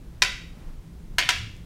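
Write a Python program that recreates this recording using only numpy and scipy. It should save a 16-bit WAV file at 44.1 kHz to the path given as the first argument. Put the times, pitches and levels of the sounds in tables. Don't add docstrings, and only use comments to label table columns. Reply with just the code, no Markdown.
import sys
import numpy as np
from scipy import signal
from scipy.fft import rfft, irfft
from scipy.io import wavfile
from scipy.ndimage import uniform_filter1d

SR = 44100
rng = np.random.default_rng(int(sys.argv[2]) if len(sys.argv) > 2 else 0)


def voltage_ratio(decibels):
    exponent = np.asarray(decibels, float) / 20
    return 10 ** exponent


def master_out(mix):
    frames = np.transpose(np.atleast_2d(mix))
    ceiling = np.clip(frames, -1, 1)
    pcm = np.round(ceiling * 32767).astype(np.int16)
    wavfile.write(sys.argv[1], SR, pcm)


N = 72765

# f/Hz, level per Hz/dB
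AIR_SHAPE = [(12, -21), (20, 2.5), (65, -5), (127, -11.5), (163, -15), (319, -21), (472, -27.5), (590, -33),
             (16000, -53)]
AIR_DB = -41
FAN_HZ, FAN_WIDTH_HZ, FAN_WANDER, FAN_DB = 164.1, 27.5, 0.049, -51

# t/s, length/s, level/dB
SWISHES = [
    (0.14, 0.082, -70),
    (0.642, 0.25, -58.5),
    (0.998, 0.18, -95.5),
]
SWISH_HZ, SWISH_WIDTH_HZ = 696, 860

# t/s, level/dB, f/Hz, time to fall 60 dB/s
THUDS = [
    (0.289, -40, 40, 0.16),
    (.5, -40, 54.2, .2),
    (.63, -30.5, 26.3, 0.4),
    (0.831, -43, 52.8, .2),
    (1.335, -37, 68.5, 0.18),
    (1.334, -38, 128, 0.35),
    (1.359, -35, 93.3, 0.5),
    (1.529, -47.5, 150, 0.15),
    (1.57, -42, 100, 0.21),
]
THUD_PUSH_S, THUD_ROUGH = 0.05, 0.66

# f/Hz, time to fall 60 dB/s, level/dB
TAIL = [(407.6, 0.28, -1.5), (800, 0.27, -7.5), (1097, 0.59, -21), (1500, 0.4, -11), (2500, 0.54, -11),
        (3900, 0.46, -15), (7000, 0.51, -19.5), (11840, 0.36, -17)]
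TAIL_BUILD_S = 0.00347

# t/s, level/dB
TICKS = [
    (.158, -55.5),
    (.657, -77.5),
    (0.836, -62),
    (0.944, -70),
    (1.5656, -41),
]

# t/s, level/dB, grip number, lowest contact f/Hz, highest contact f/Hz
BLOWS = [
    (0.2199, -3, 0, 150, 16000),
    (1.1831, -4, 1, 150, 16000),
    (1.1965, -14.5, 1, 1500, 7000),
    (1.224, -16, 1, 1730, 4450),
    (1.2892, -5, 2, 150, 16000),
    (1.302, -14, 2, 1180, 8800),
]
FIRST_TONES = [400, 545, 780, 1001, 1600, 1952, 2460, 3205, 3752, 4414, 4737, 5324, 5787, 7290]
SECOND_TONES = [330, 540, 716, 994, 1520, 1636, 2110, 2444, 2850, 3203, 4430, 5200, 6444, 8100]
THIRD_TONES = [420, 545, 754, 985, 1375, 1632, 2109, 2402, 2895, 3284, 3671, 4151, 5976, 7585]
# width/Hz, level/dB
RINGS = [
    [(35, -16), (35, -12), (40, -15), (30, 0), (199, -10.5), (110, -3), (70, 1), (110, -2.5), (69, 4.5),
     (250, -11.5), (122.1, -9), (120, -16), (120, -5), (250, -23)],
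    [(50.4, -15), (50, -16.5), (45.5, -5), (36, 2.5), (150, -3.5), (121, -3.5), (79.4, 3.5), (100, -4),
     (150, 0), (120, -3.5), (250, -3.5), (250, -15), (130, -5.5), (250, -23)],
    [(40, -22), (40, -22), (40, -7.5), (35, -3.5), (204, -3), (130, 0.5), (90, 1), (110, -2), (109, 0),
     (110, -2.5), (150, -10), (200, -8), (199, -12.5), (250, -14)],
]
# f/Hz, level per Hz/dB
CRACKS = [
    [(300, -29), (900, -13), (1800, -1.5), (3000, -3.5), (5500, -4), (9000, -16.5), (16000, -30)],
    [(300, -29.5), (900, -6.5), (1800, -0.5), (3000, 0), (5500, -4.5), (9000, -15), (16000, -25)],
    [(300, -26), (900, -10), (1800, -2.5), (3000, -1), (5500, -2.5), (9000, -15), (16000, -26)],
]
# delay/s, level/dB
ECHOES = [
    [(.0012, -4), (.0049, 2.5), (.0146, -4.5), (.027, -9.5), (.041, -14)],
    [(.0012, -9), (.0052, -5.5), (.0090, -3), (.019, -7.5), (.029, -12.5)],
    [(.0022, -1.5), (.0052, 0.5), (.0103, -8.5), (.0185, -10), (.029, -16)],
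]
HALL_DB = [8.5, 7, 9.5]
CHATTER_RISE_S, CHATTER_FALL_S = 0.00043, 0.003
SPREAD_S = 0.0018
CRACK_DB, ECHO_RING_DB, RING_TO_HALL_DB = -5.5, -10, -9.5
ATTACK_TOP_HZ, TOP_HZ = 16600, 15750


def level(x, db):
    return x * voltage_ratio(db) / np.sqrt(np.mean(x ** 2))


def band(x, hz, width_hz):
    return signal.lfilter(*signal.iirpeak(min(hz, .45 * SR), hz / width_hz, fs=SR), x)


def walk(rate_hz):
    k = int(SR / rate_hz)
    steps = np.repeat(rng.standard_normal(N // k + 1), k)
    return 0.49 * uniform_filter1d(uniform_filter1d(steps, k), k)[:N]


def add(out, x, at_s):
    i = int(at_s * SR)
    out[i:i + len(x)] += x[:N - i]


def colour(x, shape):
    hz, db = np.array(shape).T
    f = np.maximum(np.arange(513) * SR / 1024, 20)
    curve_db = np.interp(np.log(f), np.log(hz), db, left=db[0] - 15)
    cepstrum = irfft(np.log(voltage_ratio(curve_db)))
    cepstrum[1:512] *= 2
    cepstrum[513:] = 0
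    return signal.fftconvolve(x, irfft(np.exp(rfft(cepstrum))))[:len(x)]


def cut(x, hz):
    return signal.sosfilt(signal.ellip(8, .2, 50, hz, fs=SR, output="sos"), x)


def air():
    f = np.maximum(np.arange(N // 2 + 1) * SR / N, 10)
    hz, db = np.array(AIR_SHAPE).T
    shape = voltage_ratio(np.interp(np.log(f), np.log(hz), db))
    noise = level(irfft(rfft(rng.standard_normal(N)) * shape, N), AIR_DB)
    bass = signal.sosfilt(signal.butter(2, 130, fs=SR, output="sos"), noise)
    flicker = bass * (voltage_ratio(0.68 * walk(3.6)) - 1)

    rough = band(band(rng.standard_normal(N), FAN_HZ, FAN_WIDTH_HZ), FAN_HZ, 3 * FAN_WIDTH_HZ)
    loudness = voltage_ratio(7 * walk(14))
    turns = np.cumsum(FAN_HZ * (1 + FAN_WANDER * walk(7))) / SR
    hum = level(rough, -1.5) + loudness * np.sin(2 * np.pi * turns)
    octave = band(hum ** 2, 2 * FAN_HZ, 30)
    return noise + flicker + level(hum, FAN_DB) + level(octave, -68.5)


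def sleeves():
    t = np.arange(N) / SR
    swell = sum(voltage_ratio(db) * np.exp(-((t - s) / (long / 2)) ** 2) for s, long, db in SWISHES)
    cloth = level(band(rng.standard_normal(N), SWISH_HZ, SWISH_WIDTH_HZ), 0)
    return swell * voltage_ratio(2.5 * walk(40)) * cloth


def feet():
    out, t = np.zeros(N), np.arange(SR // 2) / SR
    for s, db, hz, t60 in THUDS:
        push = 1 - np.exp(-(t / THUD_PUSH_S) ** 2)
        env = push * voltage_ratio(-60 * t / t60)
        wobble = np.cumsum(1 + THUD_ROUGH * .3 * walk(32.3)[:len(t)]) / SR
        add(out, voltage_ratio(db) * env / env.max() * np.sin(2 * np.pi * hz * wobble), s)
    return out


def hall(x):
    t = np.arange(SR * 3 // 4) / SR
    hz, t60, db = np.array(TAIL).T
    tail = np.zeros(len(t))
    for f in 280 * 2 ** np.arange(0, 6, 1 / 3):
        band_t60 = np.interp(np.log(f), np.log(hz), t60)
        band_db = np.interp(np.log(f), np.log(hz), db)
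        noise = band(band(rng.standard_normal(len(t)), f, f / 3), f, f / 3)
        tail += voltage_ratio(band_db - 16 - 60 * t / band_t60) * noise
    build = 1 - np.exp(-(t / TAIL_BUILD_S) ** 2)
    return signal.fftconvolve(x, tail * build)[:N]


def ticks():
    out, t = np.zeros(N), np.arange(512) / SR
    for s, db in TICKS:
        grit = rng.standard_normal(len(t)) * np.exp(-t / 0.0017)
        add(out, voltage_ratio(db) * band(band(grit, 5500, 5370), 4900, 6000), s)
    return out


def wood_ring(click, grip, lags, rise):
    ring = np.zeros(len(click))
    tones = (FIRST_TONES, SECOND_TONES, THIRD_TONES)[grip]
    for hz, (width_hz, db), lag in zip(tones, RINGS[grip], lags):
        late_click = np.pad(click, (lag, 0))[:len(click)]
        ring += voltage_ratio(db) * band(late_click, hz, width_hz)
    ring *= rise
    return ring / np.abs(ring).max()


def canes():
    near, sent = np.zeros(N), np.zeros((len(RINGS), N))
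    t = np.arange(4096) / SR
    rise = 1 - np.exp(-t / CHATTER_RISE_S)
    chatter = rise * np.exp(-t / CHATTER_FALL_S)
    for s, db, grip, low_hz, top_hz in BLOWS:
        g = int(round(grip))
        grit = rng.standard_normal((len(ECHOES[0]) + 1, len(t)))
        contact = signal.butter(2, [low_hz, min(top_hz, .45 * SR)], "band", fs=SR)
        click = signal.lfilter(*contact, (t == 0) * 1.)
        lags = (np.abs(np.tanh(grit[0, -len(FIRST_TONES):])) * SPREAD_S * SR).astype(int)
        ring = voltage_ratio(db) * wood_ring(click, g, lags, rise)

        cracks = [colour(signal.lfilter(*contact, row * chatter), CRACKS[g]) for row in grit]
        cracks = [voltage_ratio(db + CRACK_DB) * c / np.abs(c).max() for c in cracks]
        add(near, ring + cracks[0], s)
        for (delay_s, echo_db), crack in zip(ECHOES[g], cracks[1:]):
            add(near, voltage_ratio(echo_db) * (crack + voltage_ratio(ECHO_RING_DB) * ring), s + delay_s)

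        broad = colour(click, CRACKS[g])
        broad = voltage_ratio(db + HALL_DB[g]) * broad / np.sqrt(np.sum(broad ** 2))
        add(sent[g], broad + voltage_ratio(RING_TO_HALL_DB) * ring, s)
    return near, sent


def scene():
    near, sent = canes()
    small = ticks()
    room = sum(hall(x) for x in sent) + hall(small)
    quiet = air() + sleeves() + feet() + room + small
    return (cut(near, ATTACK_TOP_HZ) + cut(quiet, TOP_HZ))[None]


def band_limit(x):
    return signal.sosfilt(signal.butter(12, 16860, fs=SR, output="sos"), x)


def record(dry):
    return band_limit(dry)


dry = scene()
out = record(dry)
master_out(out)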